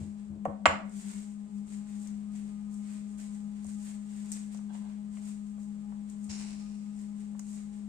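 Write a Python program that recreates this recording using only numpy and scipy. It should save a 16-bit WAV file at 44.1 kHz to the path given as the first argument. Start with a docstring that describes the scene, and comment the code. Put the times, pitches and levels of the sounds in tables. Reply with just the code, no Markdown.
"""A tiled kitchen: an appliance motor hums over room rumble; a lower tone beats against it for about 2 s.
A stone pounder is set down on a stone slab: a dull knock at 0.45 s, then a hard, ringing clack at 0.66 s;
the counter booms under it. From 0.9 s hands gather dried, shredded meat, which rustles and snaps.
At 4.7 s the pounder grates over the slab; at 6.3 s a sleeve catches and swishes past."""
import sys
import numpy as np
from scipy import signal
from scipy.fft import rfft, irfft, next_fast_len
from scipy.io import wavfile
from scipy.ndimage import uniform_filter1d

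SR = 44100
rng = np.random.default_rng(int(sys.argv[2]) if len(sys.argv) > 2 else 0)


def materialize(psi):
    """Save the field psi as 16-bit PCM at rate SR to the path in sys.argv[1].

    A 1-D psi becomes a single channel; in a 2-D psi each row is a channel.
    """
    bounded = np.clip(np.atleast_2d(psi).T, -1, 1)
    quanta = np.round(bounded * 32767).astype(np.int16)
    wavfile.write(sys.argv[1], SR, quanta)


N = 347508
TIME = np.arange(N) / SR
# spectrum of a breaking fibre: (frequency [Hz], level [dB])
FIBRE_SPECTRUM = [(1000, -20.5), (2200, -12), (3600, -18), (6000, 0.5), (8400, 11.5), (10000, -9.5),
                  (12000, -9), (15000, -11)]


def undb(db):
    """Decibels to gain."""
    return 10 ** (np.asarray(db) / 20)


def unit(x):
    """Scale to rms 1."""
    return x / np.sqrt(np.mean(x ** 2))


def pan(db):
    """Stereo gains for a left-minus-right level."""
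    return undb(np.array([[db], [-db]]) / 2)


def fade(t, t60_s):
    """Exponential decay."""
    return np.exp(-np.log(1000) * t / t60_s)


def swell(start_s, rise_s, t60_s):
    """Linear rise, exponential release."""
    t = TIME - start_s
    return np.clip(t / rise_s, 0, 1) * fade(np.maximum(t - rise_s, 0), t60_s)


def walk(rate_hz):
    """Smooth random drift, rms 1."""
    hold = int(SR / rate_hz)
    steps = np.repeat(rng.standard_normal(N // hold + 1), hold)[:N]
    return unit(uniform_filter1d(uniform_filter1d(steps, hold), hold))


def grains(rate_hz, spread_db):
    """Stereo stream of random clicks of uneven size, rms 1."""
    sizes = undb(spread_db * np.minimum(rng.exponential(size=(2, N)), 5))
    hits = rng.random((2, N)) < rate_hz / SR
    return unit(hits * sizes * rng.standard_normal((2, N)))


def cut(x, hz, order, kind="low"):
    """Low- or high-pass."""
    return signal.sosfilt(signal.butter(order, hz, kind, fs=SR, output="sos"), x)


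def colour(x, spectrum):
    """Minimum-phase filter from (Hz, dB) points; attacks stay sharp."""
    size = next_fast_len(x.shape[-1] + 4096, real=True) * 2
    hz, db = np.transpose(spectrum)
    bins_hz = np.maximum(np.fft.rfftfreq(size, 1 / SR), 1)
    gain = undb(np.interp(np.log(bins_hz), np.log(hz), db))
    cepstrum = irfft(np.log(gain))
    cepstrum[1:size // 2] *= 2
    cepstrum[size // 2 + 1:] = 0
    return irfft(rfft(x, size) * np.exp(rfft(cepstrum)))[..., :x.shape[-1]]


def ring(modes, t):
    """Damped sines started by one blow."""
    return sum(undb(db) * fade(t, t60_s) * np.sin(2 * np.pi * hz * t) for hz, db, t60_s in modes)


def excite(modes, clicks):
    """Modes rung by a click stream."""
    return signal.fftconvolve(clicks, ring(modes, TIME[:SR // 10])[None], axes=1)[:, :N]


def add(out, start_s, sound):
    """Mix a sound in at a time."""
    i = int(start_s * SR)
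    out[:, i:i + sound.shape[-1]] += sound[..., :N - i]


def kitchen(x, wet_db, build_s, shared_hz=550):
    """Direct sound plus a diffuse room tail, alike at both ears in the bass; the very top is cut short."""
    # tail decay; the room up to 8 kHz, cut short above: (frequency [Hz], t60 [s])
    decay = [(100, 0.93), (450, 0.48), (900, 0.38), (2000, 0.38), (3000, .31), (4000, 0.33), (8000, 0.34),
             (11000, 0.17), (15000, 0.073)]
    t = TIME[:SR // 2]
    bins_hz = np.maximum(np.fft.rfftfreq(len(t), 1 / SR), 1)
    noise = np.exp(2j * np.pi * rng.random((3, len(bins_hz))))
    shared = 1 / (1 + (bins_hz / shared_hz) ** 2) ** 2
    noise = np.sqrt(shared) * noise[0] + np.sqrt(1 - shared) * noise[1:]
    hz, t60s = np.transpose(decay)
    bands = [np.interp(np.log(bins_hz), np.log(hz), row) for row in np.eye(len(hz))]
    tail = sum(irfft(noise * band, len(t)) * fade(t, t60_s) for band, t60_s in zip(bands, t60s))
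    tail *= 1 - np.exp(-(t / build_s) ** 2)
    tail = unit(tail) / np.sqrt(len(t))
    return x + undb(wet_db) * signal.fftconvolve(x, tail, axes=1)[:, :N]


def motor(hum_hz=206.6, flutter_db=0.79, overtone_db=3, right_lag_s=0.00041, octave_db=-26):
    """Nearly pure hum with faint, unsteady overtones; a lower tone beats against it and dies away."""
    # hum envelope: (time [s], level [dB])
    levels = [(0, -42.5), (.8, -43.5), (2.3, -40.5), (6.8, -41), (7.88, -42)]
    # lower tone: (start [s], rise [s], t60 [s], offset below hum [Hz], level re hum [dB])
    beats = [(0, 1.16, .35, 9.3, -1), (1.394, .12, 1.9, 5.2, -1)]
    # hum harmonics: (multiple, relative level [dB])
    overtones = [(2, -37.5), (3, -38.5), (4, -35), (5, -39), (6, -38.5)]
    ear_time = TIME - np.array([[0], [right_lag_s]])
    phase = 2 * np.pi * hum_hz * ear_time + 0.03 * walk(11)
    tone = np.sin(phase) * undb(flutter_db * walk(40))
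    for start_s, rise_s, t60_s, below_hz, db in beats:
        lower_phase = phase - 2 * np.pi * below_hz * (TIME - start_s)
        octave = undb(octave_db) * np.sin(2 * lower_phase + walk(65))
        tone += undb(db) * swell(start_s, rise_s, t60_s) * (np.sin(lower_phase) + octave)
    out = tone * pan(8.92)
    for multiple, db in overtones:
        overtone = [undb(2.5 * walk(35)) * np.sin(multiple * ear + 0.9 * walk(25)) for ear in phase]
        out += undb(db + overtone_db) * np.array(overtone)
    level_db = np.interp(TIME, *np.transpose(levels))
    return np.sqrt(2) * out * undb(level_db)


def air(level_db=-60, crossover_hz=550, drift_db=0.8):
    """Room rumble: alike at both ears in the bass, unrelated in the treble."""
    # room noise: (frequency [Hz], level [dB])
    spectrum = [(25, -6.5), (50, 1.5), (90, -2.5), (130, -13), (160, 7.5), (200, -10), (260, -4.5),
                (480, -14.5), (750, -13.5), (1400, -21), (4000, -29), (5800, -32), (8000, -22.5),
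                (11000, -45.5), (15000, -58.5)]
    shared = cut(rng.standard_normal(N), crossover_hz, order=2)
    apart = cut(rng.standard_normal((2, N)), crossover_hz, order=1, kind="high")
    rumble = unit(colour(shared * pan(5) + apart * pan(1.8), spectrum))
    return rumble * undb(level_db + drift_db * walk(3))


def counter(boom_hz=88, rise_s=0.012, thud_db=-3, gain_db=1.5):
    """The counter top booms briefly under stone and hands."""
    # dull bumps: (time [s], level [dB], t60 [s])
    bumps = [(.002, -37.5, 0.32), (0.293, -41.5, 0.32), (0.343, -40, 0.24), (0.474, -23, 0.083),
             (.672, -32.5, 0.22), (3.656, -46, 0.25), (6.288, -41, 0.12)]
    # (frequency [Hz], level [dB])
    thud_spectrum = [(25, -30.5), (50, -13.5), (80, -1), (125, -14.5), (158, -2),
                     (220, -20), (330, -12.5), (420, -25), (600, -27.5), (3000, -70.5)]
    out, t = np.zeros((2, N)), TIME[:SR // 2]
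    for start_s, db, t60_s in bumps:
        thud = unit(colour(rng.standard_normal(len(t)), thud_spectrum))
        boom = np.sin(2 * np.pi * boom_hz * t) + undb(thud_db) * thud
        envelope = fade(t, t60_s) * (1 - np.exp(-t / rise_s))
        add(out, start_s, undb(db + gain_db) * boom * envelope)
    return out * pan(4.3)


def hands(grip, settle_t60_s=0.52, touch_s=0.85, crumb_db=-11, splinter_db=-66.5, firm_push_db=-51):
    """Pushed shreds crackle, skin and cloth rub; firm pushes splinter the driest fibres."""
    # pushes on the meat: (start [s], rise [s], rustle level [dB], rub level [dB])
    pushes = [(0, 0.0024, -60, -64.5), (.12, 0.077, -71, -72), (.88, 0.13, -53, -61), (1.0, 0.12, -54, -58),
              (1.14, 0.064, -57.5, -69), (1.49, 0.064, -66.5, -80.5), (1.64, 0.09, -57.5, -64),
              (1.84, 0.069, -61, -66), (1.92, 0.11, -57.5, -71), (2.05, 0.011, -69.5, -66),
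              (2.3, 0.068, -60, -65.5), (2.45, 0.022, -65, -69.5), (2.7, 0.04, -60.5, -77.5),
              (2.78, 0.16, -58.5, -61.5), (3.06, 0.044, -63.5, -76), (3.17, 0.032, -54.5, -61.5),
              (3.28, 0.066, -61.5, -69.5), (3.48, 0.11, -67, -69), (3.61, 0.086, -56.5, -67),
              (3.73, .12, -56, -65), (3.83, 0.047, -56, -61), (4.0, 0.18, -58.5, -64),
              (4.21, 0.15, -53.5, -60.5), (4.5, 0.026, -60.5, -64), (4.71, 0.035, -61, -64),
              (4.86, 0.037, -73, -69), (5.1, 0.073, -59, -66), (5.19, 0.0847, -55.5, -63),
              (5.41, 0.064, -68, -77), (5.57, 0.046, -63.5, -87.5), (6.06, 0.04, -62, -69),
              (6.14, 0.107, -62.5, -86.5), (6.7, 0.16, -71.5, -77), (6.92, 0.083, -62, -70),
              (7.131, .08, -64.5, -70.5), (7.359, 0.19, -56.5, -70), (7.54, 0.035, -71, -65),
              (7.7, 0.039, -65, -69.5)]
    # shred on shred: (frequency [Hz], level [dB])
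    rustle_spectrum = [(2500, -21.5), (4500, -13), (6000, -8.5), (7200, 0.5), (8600, 0), (9600, -10),
                       (11000, -30.5), (15000, -38)]
    # skin and cloth: (frequency [Hz], level [dB])
    rub_spectrum = [(300, -4.5), (700, -2), (1300, -3.5), (2100, 1), (3300, -3.5), (5000, -7), (7000, -13),
                    (12000, -39)]
    # splintering fibres: (frequency [Hz], level [dB])
    splinter_spectrum = [(3000, -20), (6500, -7.5), (9000, -5), (10500, 1.5), (13000, 0.5), (15000, -5)]
    rustle = unit(colour(grains(rate_hz=4400, spread_db=-2.5), rustle_spectrum))
    crumbs = unit(colour(grains(rate_hz=52, spread_db=-1.5), FIBRE_SPECTRUM))
    rub = unit(colour(grains(rate_hz=8600, spread_db=1.5), rub_spectrum))
    splinters = unit(colour(grains(rate_hz=1400, spread_db=3), splinter_spectrum))
    touching = TIME > touch_s  # fingers rest in the meat between pushes
    rustle_power = touching * undb(-73.5) ** 2
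    rub_power = touching * undb(-76.5) ** 2
    for start_s, rise_s, rustle_db, rub_db in pushes:
        push = swell(start_s, rise_s, settle_t60_s)
        rustle_power += (undb(rustle_db) * push) ** 2
        rub_power += (undb(rub_db) * push) ** 2
    rustle_gain = np.sqrt(rustle_power)
    out = (rustle + crumbs * undb(crumb_db)) * rustle_gain
    out += splinters * undb(splinter_db) * (rustle_gain / undb(firm_push_db)) ** 1.25
    out += rub * np.sqrt(rub_power)
    return out * undb(grip)


def snaps(gain_db=3, t60_s=0.02, ring_db=-1, ring_q=4):
    """Single dry fibres break with a bright tick, each ringing at its own pitch."""
    # fibre breaks: (time [s], level [dB], left minus right [dB], ring [Hz])
    breaks = [(0.452, -50, 1, 7200), (0.895, -49, 1, 7950), (2.073, -46, 9, 6837), (2.7428, -50, 3.5, 8000),
              (3.644, -46, -1.5, 7400), (3.6678, -44, 4, 7870), (3.7005, -49, 2, 8000),
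              (4.318, -31, 11, 8400), (4.323, -33, -1.5, 6630), (4.329, -37, -6, 7400),
              (4.3364, -38, -7, 5950), (4.546, -46.5, -8.5, 6540), (4.573, -48.5, 5, 6600),
              (6.0991, -45.5, 7, 7500), (6.243, -49, 14, 8310), (6.752, -54, -6.5, 7950),
              (7.3936, -38, 0, 7000)]
    out, t = np.zeros((2, N)), TIME[:SR // 20]
    for start_s, db, side_db, hz in breaks:
        burst = rng.standard_normal((2, len(t))) * fade(t, t60_s)
        resonance = signal.iirpeak(hz, ring_q, fs=SR)
        fibre = signal.lfilter(*resonance, signal.lfilter(*resonance, burst))
        tick = unit(colour(burst, FIBRE_SPECTRUM)) + undb(ring_db) * unit(fibre)
        add(out, start_s, undb(db + gain_db) * pan(side_db) * tick / np.abs(tick).max())
    return kitchen(out, wet_db=-7, build_s=0.0025)


def pounder(body_db=-15, crack_t60_s=0.042, antiphase_hz=1600, radiate_hz=470):
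    """Each contact rings the stones with a gritty crack, at its own level and brightness."""
    # stone on slab: (time [s], level [dB], low-pass [Hz], relative crack level [dB])
    knocks = [(0.4525, -38, 3600, -5), (0.4549, -7, 1020, -10.5), (0.6565, -1.5, 5770, -4),
              (0.6593, 1, 1590, -6.5), (0.6693, -11.5, 2980, -7.5), (3.647, -40.5, 1000, -6),
              (4.546, -39.5, 900, -2), (4.590, -49, 1360, -1), (5.171, -46.5, 3505, -6.5),
              (5.580, -43.5, 1288, -12.5), (5.922, -43, 1350, -1), (7.348, -44.5, 1310, 0),
              (7.393, -48, 3000, -1)]
    # slab and pounder together: (frequency [Hz], level [dB], t60 [s])
    modes = [(279, -4, 0.081), (479, -11, 0.17), (569, -2, 0.084), (663, -4, 0.045), (743, -1.5, 0.049),
             (940, -10.5, .04), (1130, -1.5, 0.042), (1362, -4, 0.017), (1516, -7.5, 0.049),
             (1800, -5.5, .035), (1897, -5.5, 0.065), (2110, -4, 0.06), (2355, -10, .03),
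             (2570, -9.5, 0.022), (2830, -3, 0.05), (2948, -8, 0.035)]
    # gritty crack: (frequency [Hz], level [dB])
    crack_spectrum = [(150, -14), (300, -15.5), (420, -21), (560, -1), (950, 9), (1700, 4.5), (2600, 3.5),
                      (3200, -3.5), (3800, -11.5), (5000, -11), (6200, -14.5), (8000, -1), (9600, -6),
                      (11000, -13), (15000, -11)]
    out, t = np.zeros((2, N)), TIME[:SR // 2]
    left = ring(modes, t)
    # midrange: the two sides of the slab swing against each other
    right = left - 2 * signal.lfilter(*signal.iirpeak(antiphase_hz, Q=2, fs=SR), left)
    body = undb(body_db) * np.array([left, right]) * pan(0.71)
    for start_s, db, cutoff_hz, crack_db in knocks:
        burst = rng.standard_normal((2, len(t))) * fade(t, crack_t60_s)
        crack = undb(crack_db) * colour(burst, crack_spectrum)
        add(out, start_s, undb(db) * cut(body + crack, cutoff_hz, order=4))
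    # a small slab radiates little bass, and almost nothing between its two lowest modes
    out = cut(out, radiate_hz, order=3, kind="high")
    out = signal.lfilter(*signal.iirnotch(410, Q=3, fs=SR), out)
    return kitchen(out, wet_db=-12.5, build_s=0.016, shared_hz=627.7)


def ting(gain_db=-3.5, rise_s=0.00099, roughness=0.62):
    """Thin ring, roughened as the pounder chatters to rest."""
    # high stone modes: (frequency [Hz], level [dB], t60 [s])
    modes = [(7250, -26.5, 0.071), (7220, -43, 0.18), (8650, -48.5, 0.18), (9600, -54, 0.1),
             (10400, -55, 0.12)]
    # contacts: (time [s], level [dB])
    contacts = [(0.6576, -3), (0.664, 1)]
    out, t = np.zeros((2, N)), TIME[:SR // 2]
    tone = pan(2) * ring(modes, t) * (1 - np.exp(-t / rise_s))
    for start_s, db in contacts:
        chatter = 1 + roughness * np.array([walk(450), walk(450)])[:, :len(t)]
        add(out, start_s, undb(db + gain_db) * tone * chatter)
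    return kitchen(out, wet_db=-15, build_s=0.01)


def drag(grip, grip_db=2.5):
    """The pounder grates over the slab; tiny clicks ring the stone."""
    # slides: (start [s], rise [s], level [dB], t60 [s])
    slides = [(4.685, 0.025, -56.5, 0.19), (4.721, 0.032, -57.5, 0.079), (4.799, 0.055, -60.5, 0.28)]
    # stone grating on stone: (frequency [Hz], level [dB], t60 [s])
    modes = [(810, -4, 0.017), (900, -2.5, 0.016), (1000, -6, .016), (1280, -12, .02), (1580, -10.5, 0.028),
             (2030, -19, .025), (2870, -10, .012), (3362, -11, .012), (4040, -19, .012)]
    grating = unit(excite(modes, grains(rate_hz=3000, spread_db=1)))
    envelope = sum(undb(db) * swell(start_s, rise_s, t60_s) for start_s, rise_s, db, t60_s in slides)
    return grating * envelope * undb(grip_db * grip)


def sleeve(catch_s=6.291, catch_db=-44.5, cutoff_hz=9000):
    """Cloth catches on the slab with a ringing rasp, then slides on as a rough hiss."""
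    # resonances of the catch: (frequency [Hz], level [dB], t60 [s])
    modes = [(2600, -12, 0.0072), (4080, -14, .015), (5280, -7, .015), (5586, 5, 0.013), (6080, -2, .012),
             (6600, 4, 0.014), (7170, 6, 0.0133), (7800, -8, .012), (8700, 1, .011)]
    # slides: (start [s], rise [s], t60 [s], level [dB])
    slides = [(6.286, 0.013, 0.414, -49.5), (6.32, 0.084, 1.4, -51.5)]
    # sliding threads: (frequency [Hz], level [dB])
    hiss_spectrum = [(300, 0), (520, -11), (800, -2.5), (1300, -9.5), (1800, -8), (2650, -2.5),
                     (3300, -12.5), (4050, -5), (4700, -6), (5400, -1), (6300, -6), (7100, -1.5),
                     (9300, -6), (10600, -28)]
    rasp = excite(modes, grains(rate_hz=4000, spread_db=-0.5))
    rasp = unit(cut(rasp, cutoff_hz, order=8))
    rasp *= undb(catch_db) * swell(catch_s, rise_s=0.02, t60_s=0.27)
    hiss = unit(colour(grains(rate_hz=4000, spread_db=2), hiss_spectrum))
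    hiss *= sum(undb(db) * swell(start_s, rise_s, t60_s) for start_s, rise_s, t60_s, db in slides)
    return (rasp + hiss) * undb(walk(90))


def scene():
    """Background, impacts and friction around the slab."""
    impacts = pounder() + ting() + counter() + snaps()
    grip = walk(90)  # the contact grips and lets go many times a second
    friction = kitchen(hands(grip) + drag(grip) + sleeve(), wet_db=-6, build_s=0.0044)
    return motor() + air() + impacts + friction


def record(dry, ceiling=0.9, top_hz=15450):
    """Soft peak limit, then a steep low-pass."""
    limited = ceiling * np.tanh(dry / ceiling)
    return signal.sosfilt(signal.ellip(8, 0.2, 70, top_hz, fs=SR, output="sos"), limited)


dry = scene()
out = record(dry)
materialize(out)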